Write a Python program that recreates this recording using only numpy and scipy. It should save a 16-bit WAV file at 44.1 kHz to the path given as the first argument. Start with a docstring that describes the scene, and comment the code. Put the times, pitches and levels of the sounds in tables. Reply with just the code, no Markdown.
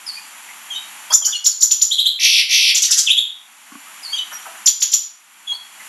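"""In a bare room, near a cage: finches call with quick whistled chips, two buzzing trills and soft peeps.
Every note is a gliding near-sine, some clear and some hoarse, that the walls smear with decaying echoes.
Straw rustles in grainy noise bursts, two knocks ring a few damped modes, and shaped noise is the room hiss.
A small microphone colours the treble and turns its gain down after loud calls."""
import sys
import numpy as np
from scipy import signal
from scipy.fft import rfft, irfft
from scipy.io import wavfile
from scipy.ndimage import uniform_filter1d, minimum_filter1d

SR = 44100
rng = np.random.default_rng(int(sys.argv[2]) if len(sys.argv) > 2 else 0)


def magnitude_from_level(level_db):
    """Linear magnitude for a level in decibels (20 dB per decade)."""
    exponent = np.asarray(level_db, float) / 20
    return 10 ** exponent


def wrap_up_sound(samples):
    """Save the sound to the file named by the first command line argument, as 16-bit audio."""
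    columns = np.atleast_2d(samples).T
    # keep every value between -1 and 1, then stretch to whole-number steps
    tamed = np.clip(columns, -1, 1)
    steps = np.round(tamed * 32767).astype(np.int16)
    wavfile.write(sys.argv[1], SR, steps)


N = 259308

# Weak overtones of the louder calls. Each row: multiple of the pitch, level in dB against it.
CALL_OVERTONES = [(2, -22), (3, -30)]


def unit_rms(x):
    """Scale to unit rms."""
    return x / np.sqrt(np.mean(x ** 2) + 1e-20)


def ring(x, hz, t60):
    """A damped resonance: a unit click sets a sine of height 1 ringing, down 60 dB after t60 seconds."""
    r = magnitude_from_level(-60 / (t60 * SR))
    w = 2 * np.pi * hz / SR
    return signal.lfilter([0, np.sin(w)], [1, -2 * r * np.cos(w), r * r], x + 1e-18)


def peak(x, hz, width_hz, db):
    """A resonance that raises or lowers one band."""
    g = magnitude_from_level(db / 2)
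    w = 2 * np.pi * hz / SR
    a = np.tan(np.pi * width_hz / SR)
    above = [1 + a * g, -2 * np.cos(w), 1 - a * g]
    below = [1 + a / g, -2 * np.cos(w), 1 - a / g]
    return signal.lfilter(above, below, x)


def swell(u, fade_in, fade_out):
    """Rounded rise and fall over a note's course u from 0 to 1; the fades are shares of it."""
    nearest_end = np.minimum(u / fade_in, (1 - u) / fade_out)
    return np.sin(np.pi / 2 * np.clip(nearest_end, 0, 1)) ** 2


def syrinx(pitch_hz, rough, overtones=CALL_OVERTONES):
    """A bird's voice: a near-sine with weak overtones; rough is the rms share of a fast random pitch wobble."""
    noise = rng.standard_normal(4 * SR // 10)
    wobble = unit_rms(signal.lfilter([1], [1, -1.6, 0.64], noise))[:len(pitch_hz)]
    cycles = np.cumsum(pitch_hz * (1 + rough * wobble)) / SR
    phase = 2 * np.pi * (rng.random() + cycles)
    voice = np.sin(phase)
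    for k, db in overtones:
        voice = voice + magnitude_from_level(db) * np.sin(k * phase) * (k * pitch_hz < 0.45 * SR)
    return voice


def glides(notes, rough, overtones=CALL_OVERTONES):
    """Each note glides from its start pitch over a turning pitch to its end pitch."""
    turn_share, fade_in_share, fade_out_share = 0.46, 0.14, 0.27   # of the note's length
    out = np.zeros(N)
    for s, length, start, turn, end, db in notes:
        u = np.arange(int(length * SR)) / (length * SR)
        corners = np.interp(u, [0, turn_share, 1], [start, turn, end])
        pitch = uniform_filter1d(corners, 1 + len(u) // 5, mode="nearest")   # rounds the turn
        i = int(s * SR)
        out[i:i + len(u)] += magnitude_from_level(db) * swell(u, fade_in_share, fade_out_share) * syrinx(pitch, rough, overtones)
    return out


def plain_glide(s, length, start, end, db):
    """A one-way glide: six tenths of the way is done at the turning point."""
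    return s, length, start, start + 0.6 * (end - start), end, db


def hiss():
    """Room hiss: smooth broadband noise that swells and sinks a little."""
    # Colour of the hiss. Each row: frequency in Hz, relative level in dB per Hz.
    hiss_colour = np.array([(35, -79), (60, -44), (201, -9), (343, -15), (453, -22.5), (869, -1.5),
                            (2980, -1.5), (3270, -6), (5080, -11.5), (7200, -7), (10200, -14), (11200, -17),
                            (12600, -23), (14100, -20), (15500, -86)])
    # Its course. Each row: time in seconds, level in dB.
    hiss_course = [(0, -44.5), (1.05, -41), (1.45, -44.5), (2.0, -47), (3.2, -42.5), (3.8, -44.5),
                   (4.3, -41.5), (4.62, -42.5), (5.15, -47.5), (5.7, -47.5), (5.88, -41.5)]
    bass_db = 3   # extra below 3 kHz
    hz = np.fft.rfftfreq(N, 1 / SR) + 1
    colour = magnitude_from_level(np.interp(np.log(hz), np.log(hiss_colour[:, 0]), hiss_colour[:, 1]))
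    noise = unit_rms(irfft(rfft(rng.standard_normal(N)) * colour, N))
    low = signal.sosfilt(signal.butter(2, 3000, fs=SR, output="sos"), noise)
    s, level_db = np.transpose(hiss_course)
    level = magnitude_from_level(np.interp(np.arange(N) / SR, s, level_db))
    return level * (noise + (magnitude_from_level(bass_db) - 1) * low)


def peeps():
    """Soft peeps of the other birds: plain glides of a nearly steady voice."""
    # Each row: start in seconds, length in seconds, start pitch in Hz, end pitch in Hz, level in dB.
    peep_notes = [ (0.061, 0.046, 5315, 4295, -33), (0.104, .1, 4230, 4870, -41),
                  (0.167, 0.02, 2450, 2450, -41), (0.698, 0.082, 3342, 2940, -32.5),
                  (0.737, 0.066, 3625, 3847, -36), (1.098, 0.07, 3174, 3680, -31.5),
                  (1.105, 0.013, 5240, 4400, -31), (1.217, 0.051, 3380, 2870, -24.5),
                  (1.314, 0.027, 3650, 3204, -21.5), (1.328, 0.044, 3020, 2830, -19.5),
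                  (1.349, 0.02, 4130, 4450, -24.5), (1.503, .038, 4900, 4170, -29),
                  (4.026, 0.051, 5140, 4170, -37), (4.067, 0.11, 4250, 4790, -38.5),
                  (4.077, 0.036, 2180, 2250, -49), (4.127, 0.035, 3213, 3300, -26),
                  (4.15, 0.073, 3124, 2967, -26.5), (4.171, 0.023, 3470, 3960, -30.5),
                  (4.325, 0.022, 5810, 5686, -36), (5.466, 0.072, 3418, 3249, -29.5),
                  (5.514, 0.047, 3980, 4506, -37.5), ]
    # Each row: multiple of the pitch, level in dB against it.
    peep_overtones = [(2, -16.5), (3, -29.5)]
    return glides([plain_glide(*row) for row in peep_notes], 0.022, peep_overtones)


def rustles(ring_share=0.057, grain_share=0.032, ring_t60=0.012):
    """Straw and perch rustles: short crackly bursts of uneven grains with a brief hollow ring."""
    # Each row: start in seconds, relative level in dB, ring frequency in Hz, burst length in seconds.
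    rustle_bursts = [(0.485, -37, 2080, 0.041), (1.101, -22.5, 980, 0.024), (1.116, -20, 1400, 0.023),
                     (1.211, -20.5, 1160, 0.017), (1.268, -25, 1540, 0.081), (3.868, -42, 1360, 0.051),
                     (4.315, -26, 1490, 0.037), (4.453, -28.5, 1350, 0.027), (4.463, -28, 810, 0.035),
                     (4.552, -24.5, 1550, 0.011), (5.515, -36.5, 974, 0.05), (5.796, -37, 2030, 0.039)]
    out = np.zeros(N)
    u = np.arange(int(0.08 * SR)) / SR
    for s, db, hz, length in rustle_bursts:
        uneven_db = 5.8 * np.minimum(rng.exponential(1, len(u)), 2.5)
        grains = rng.standard_normal(len(u)) * magnitude_from_level(uneven_db)
        envelope = np.minimum(u / 0.0024, 1) * np.exp(-u / length * 3.14)
        burst = np.zeros(N)
        i = int(s * SR)
        burst[i:i + len(u)] = (grains * envelope)[:N - i]
        out += magnitude_from_level(db) * (ring_share * ring(burst, hz, ring_t60) + grain_share * burst)
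    return signal.sosfilt(signal.butter(4, 620, "high", fs=SR, output="sos"), out)


def flicks():
    """Quick up-and-down flicks of pitch just before a chip."""
    # Each row: start in seconds, level in dB.
    flick_starts = [(1.122, -23), (1.441, -18), (1.605, -15), (4.658, -14), (4.802, -21), (4.914, -17.5)]
    # One flick: length in seconds, start pitch, turning pitch and end pitch in Hz.
    flick_shape = (0.016, 4400, 7800, 2750)
    return glides([(s, *flick_shape, db) for s, db in flick_starts], 0.02)


def chips():
    """Loud chips: a fast climb that grows louder to a high top, where a hoarser voice a third lower beats with it."""
    # Each row: start in seconds, length in seconds, start pitch in Hz, level in dB, start against that level in dB.
    chip_notes = [(1.136, .022, 4970, -8.5, -1), (1.248, 0.0219, 4260, -9, -2.5),
                  (1.458, .017, 2870, -5.5, -9.5), (1.622, 0.016, 3274, -1, -12.5),
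                  (1.71, 0.015, 2790, -4, -5.5), (1.814, .017, 3000, -2.5, -9),
                  (4.673, .019, 2830, -10.5, -0.5), (4.82, 0.014, 2400, -8.5, -2),
                  (4.932, 0.017, 2550, -7, -7)]
    aim_hz, climb_share = 7110, 0.45   # the climb ends just short of the aim
    second_ratio, second_db, beat_tone_db = 0.83, -4.5, -20.5
    out = np.zeros(N)
    for s, length, start, db, start_db in chip_notes:
        u = np.arange(int(length * SR)) / (length * SR)
        climb = np.sin(np.pi / 2 * np.clip(u / climb_share, 0, 1)) * (0.93 + 0.06 * u)   # the top still creeps up
        pitch = start + (aim_hz - start) * climb
        first = syrinx(pitch, 0.025)
        second = syrinx(second_ratio * pitch, 0.06)
        # the product of the two voices gives the beat tones
        voices = first + climb ** 4 * second * (magnitude_from_level(second_db) + magnitude_from_level(beat_tone_db) * first)
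        level = magnitude_from_level(db + start_db * (1 - climb))
        i = int(s * SR)
        out[i:i + len(u)] += level * swell(u, 0.0067, 0.42) * voices
    return out


def whistles():
    """Loud clear whistles close by: plain glides of 30 ms."""
    # Each row: start in seconds, start pitch in Hz, end pitch in Hz, level in dB.
    whistle_notes = [(1.908, 3035, 4326, -7.5), (1.979, 2947, 4264, -7), (2.052, 2940, 4290, -6.5),
                     (3.063, 3830, 2292, -9), (3.092, 2694, 3973, -4.5), (3.166, 3080, 3895, -5.5)]
    return glides([plain_glide(s, 0.03, start, end, db) for s, start, end, db in whistle_notes], 0.02)


def trills(bend=1.5, breath_share=0.15):
    """Buzzing trills: about sixty strokes a second, each diving from top to bottom pitch, with short breaks between."""
    # Each row: start in seconds, length in seconds, level in dB.
    trill_calls = [(2.189, 0.23, -7), (2.484, 0.235, -7)]
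    strokes_per_s, first_stroke_from = 61, 0.6   # a trill sets in low, late in a stroke
    top_hz, bottom_hz = 6180, 1970
    opening_extra_hz, opening_s = 1001, 0.035    # early strokes dive from higher up, most so at this time
    bottom_lift_hz = 281                         # mid-trill the dives end up to this much higher
    uneven_s, uneven_db = 0.0006, 0.9            # spread of each stroke's timing and strength
    start_db, rise_s, sag_db, fall_s, end_db = -12, 0.046, -2.5, 0.023, -9
    out = np.zeros(N)
    for s, length, db in trill_calls:
        t = np.arange(int(length * SR)) / SR
        late, strong = rng.standard_normal((2, 40))
        count = first_stroke_from + strokes_per_s * t
        drift = np.interp(count, np.arange(len(late)), late - late[0])
        count = count + strokes_per_s * uneven_s * drift
        stroke = count % 1
        top = top_hz + opening_extra_hz * t / opening_s * np.exp(1 - t / opening_s)
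        bottom = bottom_hz + bottom_lift_hz * np.sin(np.pi * (t / length) ** 1.4) ** 2
        pitch = bottom + (top - bottom) * (1 - stroke) ** bend     # the dive slows near the bottom
        gate = swell(stroke, breath_share, breath_share) * np.minimum(t / 0.0016, 1)
        fall = length - fall_s
        corners_s = [0, rise_s, (rise_s + fall) / 2, fall, length]
        shape_db = np.interp(t, corners_s, [start_db, 0, sag_db, 0, end_db])
        shape_db = shape_db + uneven_db * strong[count.astype(int)]
        i = int(s * SR)
        out[i:i + len(t)] += magnitude_from_level(db + shape_db) * gate * syrinx(pitch, 0.006)
    return out


def chatter():
    """Hoarse chatter: each syllable is a dive and an overlapping climb, with low drops between syllables."""
    # Each row: start in seconds, level of the dive in dB, level of the climb in dB.
    syllables = [(2.744, -11.5, -12.5), (2.818, -9.5, -12.5), (2.906, -7, -12.5), (2.967, -13.5, -16),
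                 (2.98, -6.5, -38)]
    # Low hoarse drops. Each row: start in seconds, level in dB.
    croak_starts = [(2.878, -31), (2.949, -32.5), (3.02, -51)]
    # One drop: length in seconds, start pitch, turning pitch and end pitch in Hz.
    croak_shape = (0.04, 2200, 1500, 1500)
    # length in seconds, start pitch, turning pitch and end pitch in Hz
    dive, climb = (0.018, 5500, 7000, 4300), (0.03, 2200, 5600, 6700)
    climb_after_s = 0.013
    notes = [(s, *croak_shape, db) for s, db in croak_starts]
    for s, dive_db, climb_db in syllables:
        notes.append((s, *dive, dive_db))
        notes.append((s + climb_after_s, *climb, climb_db))
    return glides(notes, 0.13)


def knocks():
    """Two soft thuds on a hollow panel: softened clicks set its modes ringing."""
    # Each row: time in seconds, relative level in dB.
    knock_hits = [(3.72, -38), (3.753, -35.5)]
    # Modes of the panel. 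Each row: frequency in Hz, level in dB, time to fall by 60 dB in seconds.
    knock_modes = [(244, 0.5, 0.085), (282, 3.5, 0.11), (1117, 8, 0.049), (1450, 5, 0.033)]
    clicks = np.zeros(N)
    for s, db in knock_hits:
        clicks[int(s * SR)] = magnitude_from_level(db)
    clicks = signal.lfilter([0.2], [1, -0.8], clicks)     # a soft contact
    clicks = signal.sosfilt(signal.butter(4, 170, "high", fs=SR, output="sos"), clicks)
    return sum(magnitude_from_level(db) * ring(clicks, hz, t60) for hz, db, t60 in knock_modes)


def room(x, tail_db):
    """Direct sound, a quick crowd of echoes from cage and near walls, then a tail whose treble dies sooner."""
    tail_t60_s, treble_t60_s, tail_end_s = 0.46, 0.34, 0.65
    early_t60_s, early_db, first_echo_s = 0.09, 3.5, 0.00052
    t = np.arange(int(0.7 * SR)) / SR
    near, noise = rng.standard_normal((2, len(t))) * (t > first_echo_s)
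    low = signal.sosfiltfilt(signal.butter(2, 5000, fs=SR, output="sos"), noise)
    tail = low * magnitude_from_level(-60 * t / tail_t60_s) + (noise - low) * magnitude_from_level(-60 * t / treble_t60_s)
    tail *= magnitude_from_level(-60 * (t / tail_end_s) ** 3)     # the tail falls away quickly at its end
    early = near * magnitude_from_level(-60 * t / early_t60_s)
    echoes = magnitude_from_level(tail_db) * unit_rms(tail) + magnitude_from_level(early_db) * unit_rms(early)
    return x + signal.fftconvolve(x, echoes / np.sqrt(len(t)))[:N]


def scene():
    """Birds and rustles in the room, knocks that come straight through the stand, all over the hiss."""
    room_db, soft_tail_db = 4.5, -4   # the soft birds and the straw stir the long tail less
    beak = signal.butter(4, 1150, "high", fs=SR, output="sos")     # a small beak radiates no bass
    loud = signal.sosfilt(beak, flicks() + chips() + whistles() + trills() + chatter())
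    soft = signal.sosfilt(beak, peeps()) + rustles()
    mix = hiss() + room(soft, room_db + soft_tail_db) + room(loud, room_db) + knocks()
    return mix[None]


def gain_control(x):
    """Automatic gain: it drops fast when the level passes a knee and recovers at a steady slow rate."""
    knee_db, share, attack_s, release_db_per_s = -22.5, 0.5, 0.033, 20
    level_db = 10 * np.log10(uniform_filter1d(x ** 2, 441) + 1e-12)
    slope = release_db_per_s * np.arange(N) / SR
    wanted_cut_db = share * np.maximum(level_db - knee_db, 0)
    cut_db = np.maximum.accumulate(wanted_cut_db + slope) - slope   # a running peak that leaks away
    r = np.exp(-1 / (attack_s * SR))
    return x * magnitude_from_level(-signal.lfilter([1 - r], [1, -r], cut_db))


def bend_loud(x):
    """Overload in capsule and amplifier: square and cube terms breed mixing tones in loud calls."""
    square_db, cube_db = -29.5, -19.5
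    # the capsule bends most at its treble peak
    bright = signal.sosfilt(signal.butter(4, 6300, "high", fs=SR, output="sos"), x)
    return x + magnitude_from_level(square_db) * bright ** 2 - magnitude_from_level(cube_db) * x ** 3


def limiter(x):
    """Turns the gain down around each peak so that it stops at full scale."""
    room_left = minimum_filter1d(1 / np.maximum(np.abs(x), 1), 221)
    return x * uniform_filter1d(room_left, 201)


def roll_off(x):
    """The treble ends steeply here."""
    return signal.sosfilt(signal.butter(12, 15660, fs=SR, output="sos"), x)


def record(dry):
    """A small microphone: its colour, gain control, overload, treble colour, band limits and limiter."""
    # Capsule and housing resonances. Each row: frequency in Hz, width in Hz, level in dB.
    capsule_peaks = [ (2450, 1300, 1.5), (3300, 300, 5), (4460, 350, 4), (5830, 550, 6), (7126, 444, 8.5),
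                     (7900, 630, -1.5), ]
    # Treble colour after the amplifier. Each row: frequency in Hz, width in Hz, level in dB.
    treble_peaks = [(10800, 203, -15), (11150, 2290, 19), (12770, 250, -5.5)]
    x = dry[0]
    for hz, width_hz, db in capsule_peaks:
        x = peak(x, hz, width_hz, db)
    x = bend_loud(gain_control(x))
    for hz, width_hz, db in treble_peaks:
        x = peak(x, hz, width_hz, db)
    x = signal.sosfilt(signal.butter(3, 194, "high", fs=SR, output="sos"), x)
    x = signal.sosfilt(signal.butter(10, 14140, fs=SR, output="sos"), x)
    mix = limiter(x)[None]
    return roll_off(mix)


dry = scene()
out = record(dry)
wrap_up_sound(out)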